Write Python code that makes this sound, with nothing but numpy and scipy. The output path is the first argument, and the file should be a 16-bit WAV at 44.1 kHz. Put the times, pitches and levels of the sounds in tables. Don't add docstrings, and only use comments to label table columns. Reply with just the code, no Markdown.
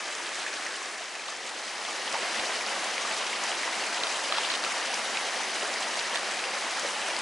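import sys
import numpy as np
from scipy import signal
from scipy.fft import rfft, irfft
from scipy.io import wavfile
from scipy.ndimage import uniform_filter1d

SR = 44100
rng = np.random.default_rng(int(sys.argv[2]) if len(sys.argv) > 2 else 0)


def undo_db(level):
    steps = np.asarray(level, float) / 20
    return 10 ** steps


def unload_wav(signal):
    wavfile.write(
        sys.argv[1],
        SR,
        np.round(np.clip(np.atleast_2d(signal).T, -1, 1) * 32767).astype(np.int16),
    )


N = 317961

# time in seconds, level in dB rms.
WATER_LEVEL = [(0.0, -34.5), (0.6, -34), (1.12, -37.5), (1.7, -35.5), (2.31, -30), (2.61, -31),
               (4.54, -30.5), (5.38, -31), (6.0, -31), (6.36, -31.5), (7.21, -31)]
# frequency in Hz, relative density in dB per Hz.
FALLS_COLOUR = [(35, -70), (60, -47), (200, -15.5), (380, -3), (650, -3.5), (900, -1), (1300, -1.5),
                (1800, 1.5), (2300, -1.5), (3000, -5.5), (6500, -8.5), (11600, -20.5)]
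# frequency in Hz, relative density in dB per Hz.
SHALLOWS_COLOUR = [(35, -67), (60, -33), (140, -27.5), (227, -6.5), (315, -7.5), (400, 2), (436, -2.5),
                   (769, 3), (1040, -0.5), (2050, 1.5), (2910, -2.5), (3460, -5), (5020, -4),
                   (10100, -15.5), (11000, -8), (14300, -59), (22000, -120)]
# frequency in Hz, side minus mid in dB.
RUSH_WIDTH = [(60, -16), (190, -20), (600, -20), (1070, -16), (1900, -15), (3370, -11.5), (6000, -12),
              (10700, -11)]
# frequency in Hz, left minus right in dB.
RUSH_BALANCE = [(60, .2), (600, .2), (1070, .6), (1900, .3), (4000, 1.4), (10700, 1.2)]
# time in seconds, level in dB, starting pitch in Hz, left minus right in dB.
LOUD_DROPS = [(0.1524, -17, 7000, 0), (0.3553, -17.5, 7050, 0), (0.6694, -19.5, 5850, 1),
              (1.8509, -16, 3340, 4), (2.127, -13, 5570, 3), (2.6643, -16, 4930, -1), (2.981, -13, 2240, 0),
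              (3.2675, -16, 5900, 2), (3.4378, -11, 6660, 3), (3.8079, -17, 4700, 6),
              (4.0016, -15, 4030, 0), (4.0353, -11, 4050, 0), (4.45, -12, 3550, -1), (4.518, -16, 4300, -1),
              (4.539, -13.5, 3750, -2), (4.6389, -15, 4350, 0), (4.648, -13, 2750, 2),
              (4.943, -10, 5650, 3), (5.1721, -16, 3950, -1), (5.173, -14, 2580, 0), (5.4349, -15, 5850, 0),
              (5.7404, -14.5, 5030, 2), (5.992, -13.5, 4000, 1), (5.9964, -12, 4900, 2),
              (6.173, -14, 4500, 0), (6.3925, -17, 4030, 3), (6.4404, -14, 2700, -1),
              (6.7965, -11.5, 6800, 2), (7.1659, -12, 4800, 4), (7.19, -14.5, 8160, 3)]
# time in seconds, level in dB, starting pitch in Hz.
BIG_BUBBLES = [(0.4656, -18, 1700), (0.6661, -18, 1880), (0.8192, -26, 1030), (1.0119, -26, 670),
               (1.1969, -23, 2310), (1.288, -24, 1120), (1.4552, -21, 2070), (2.156, -15, 852),
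               (2.439, -24.5, 504), (2.611, -18, 2280), (3.0516, -18.5, 1140), (3.331, -18, 2080),
               (3.4346, -20, 1220), (3.6343, -15, 2000), (3.68, -16, 980), (4.3251, -15.5, 1180),
               (4.386, -23, 950), (4.7211, -17, 2040), (4.8526, -21, 1380), (4.9399, -17, 2300),
               (4.9959, -21, 2100), (5.4054, -22, 830), (5.6358, -26.5, 400), (5.7613, -16, 1880),
               (5.975, -23, 720), (6.1469, -14, 1860), (6.44, -21, 2320), (6.7855, -22, 1380),
               (6.8517, -20.5, 530), (7.1031, -17, 2250)]
# start in seconds, peak in dB.
LOW_BUMPS = [(2.396, -45), (4.017, -56)]
# time in seconds, burst level in dB.
SIDE_CRACKLES = [(1.2845, -37), (2.399, -29), (4.0375, -24), (4.0713, -30), (4.3253, -24.5), (4.3426, -33),
                 (4.385, -26), (4.4519, -32), (4.5028, -25), (4.554, -29), (5.958, -33), (4.519, -32),
                 (4.642, -32), (6.159, -26)]
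# frequency in Hz, relative density in dB per Hz.
CRACKLE_COLOUR = [(300, -40), (600, 1), (1300, 11), (2000, 4), (3300, 14), (4500, 11), (6000, -18),
                  (9000, -26), (12000, -50)]
# time in seconds, share of the downstream place from 0 to 1.
DOWNSTREAM_SHARE = [(0.9, 0.0), (2.1, 1.0)]
# centre in seconds, change in dB.
BRIEF_GUSHES = [(0.48, 2), (0.66, 1.5), (2.15, 1), (2.27, -0.5), (3.44, 0.5), (4.1, 1.5), (4.26, 1),
                (4.66, 1), (5.18, 0.5), (5.74, 1.5), (5.98, 0.5), (6.16, 2), (6.79, 1.5)]


def rms_one(x):
    return x / np.sqrt(np.mean(x ** 2) + 1e-20)


def at_hz(points, hz):
    point_hz, point_db = np.transpose(points)
    return np.interp(np.log(hz), np.log(point_hz), point_db)


def drift(rate):
    step, settle = 40, 2000
    r = np.exp(-2 * step * np.pi * rate / SR)
    noise = rng.standard_normal(N // step + settle + 2)
    slow = signal.lfilter([1], [1, -2 * r, r * r], noise)[settle:]
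    return np.interp(np.arange(N) / step, np.arange(len(slow)), rms_one(slow))


def two_ports(x, lag):
    return x + np.gradient(x) * lag * np.array([[.5], [-.5]])


def bubble(hz, cycles, rise, swell):
    turns = np.arange(int(cycles * SR / hz) + 2) * hz / SR
    start = 1 - np.exp(-(turns / swell) ** 2)
    ring = np.sin(2 * np.pi * turns * (1 + rise * turns / cycles))
    return start * ring * undo_db(-60 * turns / cycles)


def add(out, s, sound):
    at = round(s * SR)
    out[:, at:at + sound.shape[1]] += sound[:, :N - at]


def rush(downstream, surge_db, flicker_db):
    out, edges = 0, 40 * 2 ** np.arange(0, 8.4, 1 / 3)
    surge = drift(18.0)
    white = rng.standard_normal((2, 2, N))
    for k, (low, high) in enumerate(zip(edges, edges[1:])):
        band = signal.butter(2, [low, high], "band", fs=SR, output="sos")
        mid, side = signal.sosfilt(band, white[k % 2])
        hz = np.sqrt(low * high)
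        falls_db, shallows_db = at_hz(FALLS_COLOUR, hz), at_hz(SHALLOWS_COLOUR, hz)
        colour_db = (1 - downstream) * falls_db + downstream * shallows_db
        gain = undo_db(colour_db + surge_db * surge + flicker_db * drift(17.0))
        pair = mid + undo_db(at_hz(RUSH_WIDTH, hz)) * side * [[1], [-1]]
        out = out + gain * pair * undo_db(at_hz(RUSH_BALANCE, hz) * np.array([[.5], [-.5]]))
    return rms_one(out)


def grains(per_s, low_hz, high_hz, cycles, spread_db, clump_db, tilt_db, lag):
    sizes = undo_db(spread_db * np.minimum(rng.exponential(1, N), 3.5)) * rng.choice([-1, 1], N)
    born = rng.random(N) < per_s * undo_db(clump_db * drift(18.0)) / SR
    dealt, sides = rng.integers(0, 16, N), rng.uniform(-1, 1, 16)
    out = 0
    for k, hz in enumerate(np.geomspace(low_hz, high_hz, 16)):
        hits = sizes * born * (dealt == k)
        ring = signal.oaconvolve(hits, bubble(hz, cycles, rise=0.26, swell=0.71))[:N]
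        tilt = undo_db(tilt_db * np.log2(hz / low_hz))
        out = out + two_ports(ring, lag * sides[k]) * tilt
    return rms_one(out)


def spatter():
    return grains(900.0, low_hz=2360, high_hz=7470, cycles=11.0,
                  spread_db=4.0, clump_db=6.0, tilt_db=2.5, lag=0.94)


def babble():
    return grains(500.0, low_hz=484.3, high_hz=2930, cycles=28.0,
                  spread_db=3.0, clump_db=4.5, tilt_db=3.16, lag=3.3)


def reflected(x, downstream):
    dull_hz = 4000
    falls_echo, shallows_echo = (2.08, -0.11), (1.02, 0.084)
    dull = signal.sosfilt(signal.butter(2, dull_hz, fs=SR, output="sos"), x)
    at = np.arange(N)
    lag = np.sqrt(2) * SR / (2 * np.pi * dull_hz)
    for (ms, strength), share in [(falls_echo, 1 - downstream), (shallows_echo, downstream)]:
        echo = np.array([np.interp(at - ms * SR / 1000 + lag, at, side) for side in dull])
        x = x + strength * share * echo
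    return x


def flowing(x):
    gush_s = 0.012
    t = np.arange(N) / SR
    gush_db = sum(g * np.exp(-((t - s) / gush_s) ** 2) for s, g in BRIEF_GUSHES)
    db = np.interp(t, *np.transpose(WATER_LEVEL)) + gush_db
    power = uniform_filter1d(np.mean(x ** 2, axis=0), size=SR // 3)
    return undo_db(db) * x / np.sqrt(power)


def drops():
    out = np.zeros((2, N))
    for s, db, hz, pan_db in LOUD_DROPS:
        gain = undo_db(db + pan_db * np.array([[.5], [-.5]]))
        start = s - 1.3 / hz
        add(out, start, gain * bubble(hz, 16.0, rise=.06, swell=.9))
        add(out, start, gain * bubble(1.3 * hz, 7.0, rise=0, swell=.6))
    return out


def gurgles():
    out = np.zeros((2, N))
    for s, db, hz in BIG_BUBBLES:
        ring = bubble(hz, cycles=19.7, rise=0.089, swell=0.9)
        add(out, s - 2.52 / hz, undo_db(db) * ring[None])
    return out


def crackles():
    rise_s, fade_s, snap_over_db = 0.00045, 0.0035, 20
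    echo_s, echo_db = 0.00116, -13
    far_lag = 4
    t = np.arange(N) / SR
    level, snaps = np.zeros(N), np.zeros(N)
    for s, db in SIDE_CRACKLES:
        late = t - s + 0.0013
        decay = np.where(late < 0, (late / rise_s) ** 2, late / fade_s)
        level = level + undo_db(db) * np.exp(-decay)
        snaps[round((s - .0012) * SR)] = undo_db(db + snap_over_db)
    rough = rng.standard_normal(N) * undo_db(3.7 * rng.exponential(1, N))
    snaps = snaps + level * rms_one(rough)
    colour = undo_db(at_hz(CRACKLE_COLOUR, np.arange(1, N // 2 + 2) * SR / N))
    near = irfft(rfft(snaps) * rms_one(colour), N)
    near = near + undo_db(echo_db) * np.roll(near, round(echo_s * SR))
    return np.array([np.roll(near, far_lag), near])


def thuds():
    out = np.zeros((2, N))
    for s, db in LOW_BUMPS:
        add(out, s, undo_db(db) * np.hanning(round(0.0044 * SR))[None])
    return out


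def patter():
    from_s, to_s, edge_s, level_db = 4.33, 4.57, 0.02, -38.5
    t = np.arange(N) / SR
    outside = np.maximum(0, np.maximum(from_s - t, t - to_s))
    spray = grains(1500.0, low_hz=2620, high_hz=4700, cycles=14.0,
                   spread_db=3.5, clump_db=4.5, tilt_db=2.0, lag=1.5)
    return undo_db(level_db) * np.exp(-outside / edge_s) * spray


def scene():
    downstream = np.interp(np.arange(N) / SR, *np.transpose(DOWNSTREAM_SHARE))
    water = rush(downstream, surge_db=0.27, flicker_db=0.94)
    babble_db = -11.5 + 5.64 * downstream
    mix = water + undo_db(-9) * spatter() + undo_db(babble_db) * babble()
    creek = flowing(reflected(mix, downstream)) + drops() + gurgles() + crackles() + patter()
    low_cut = signal.butter(2, 114, "high", fs=SR, output="sos")
    return signal.sosfilt(low_cut, creek) + thuds()


def roll_off(x):
    return signal.sosfilt(signal.butter(12, 11270, fs=SR, output="sos"), x)


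def record(dry):
    top_cut = signal.ellip(10, .3, 40, 11050, fs=SR, output="sos")
    finished = signal.sosfilt(top_cut, dry)
    return roll_off(finished)


dry = scene()
out = record(dry)
unload_wav(out)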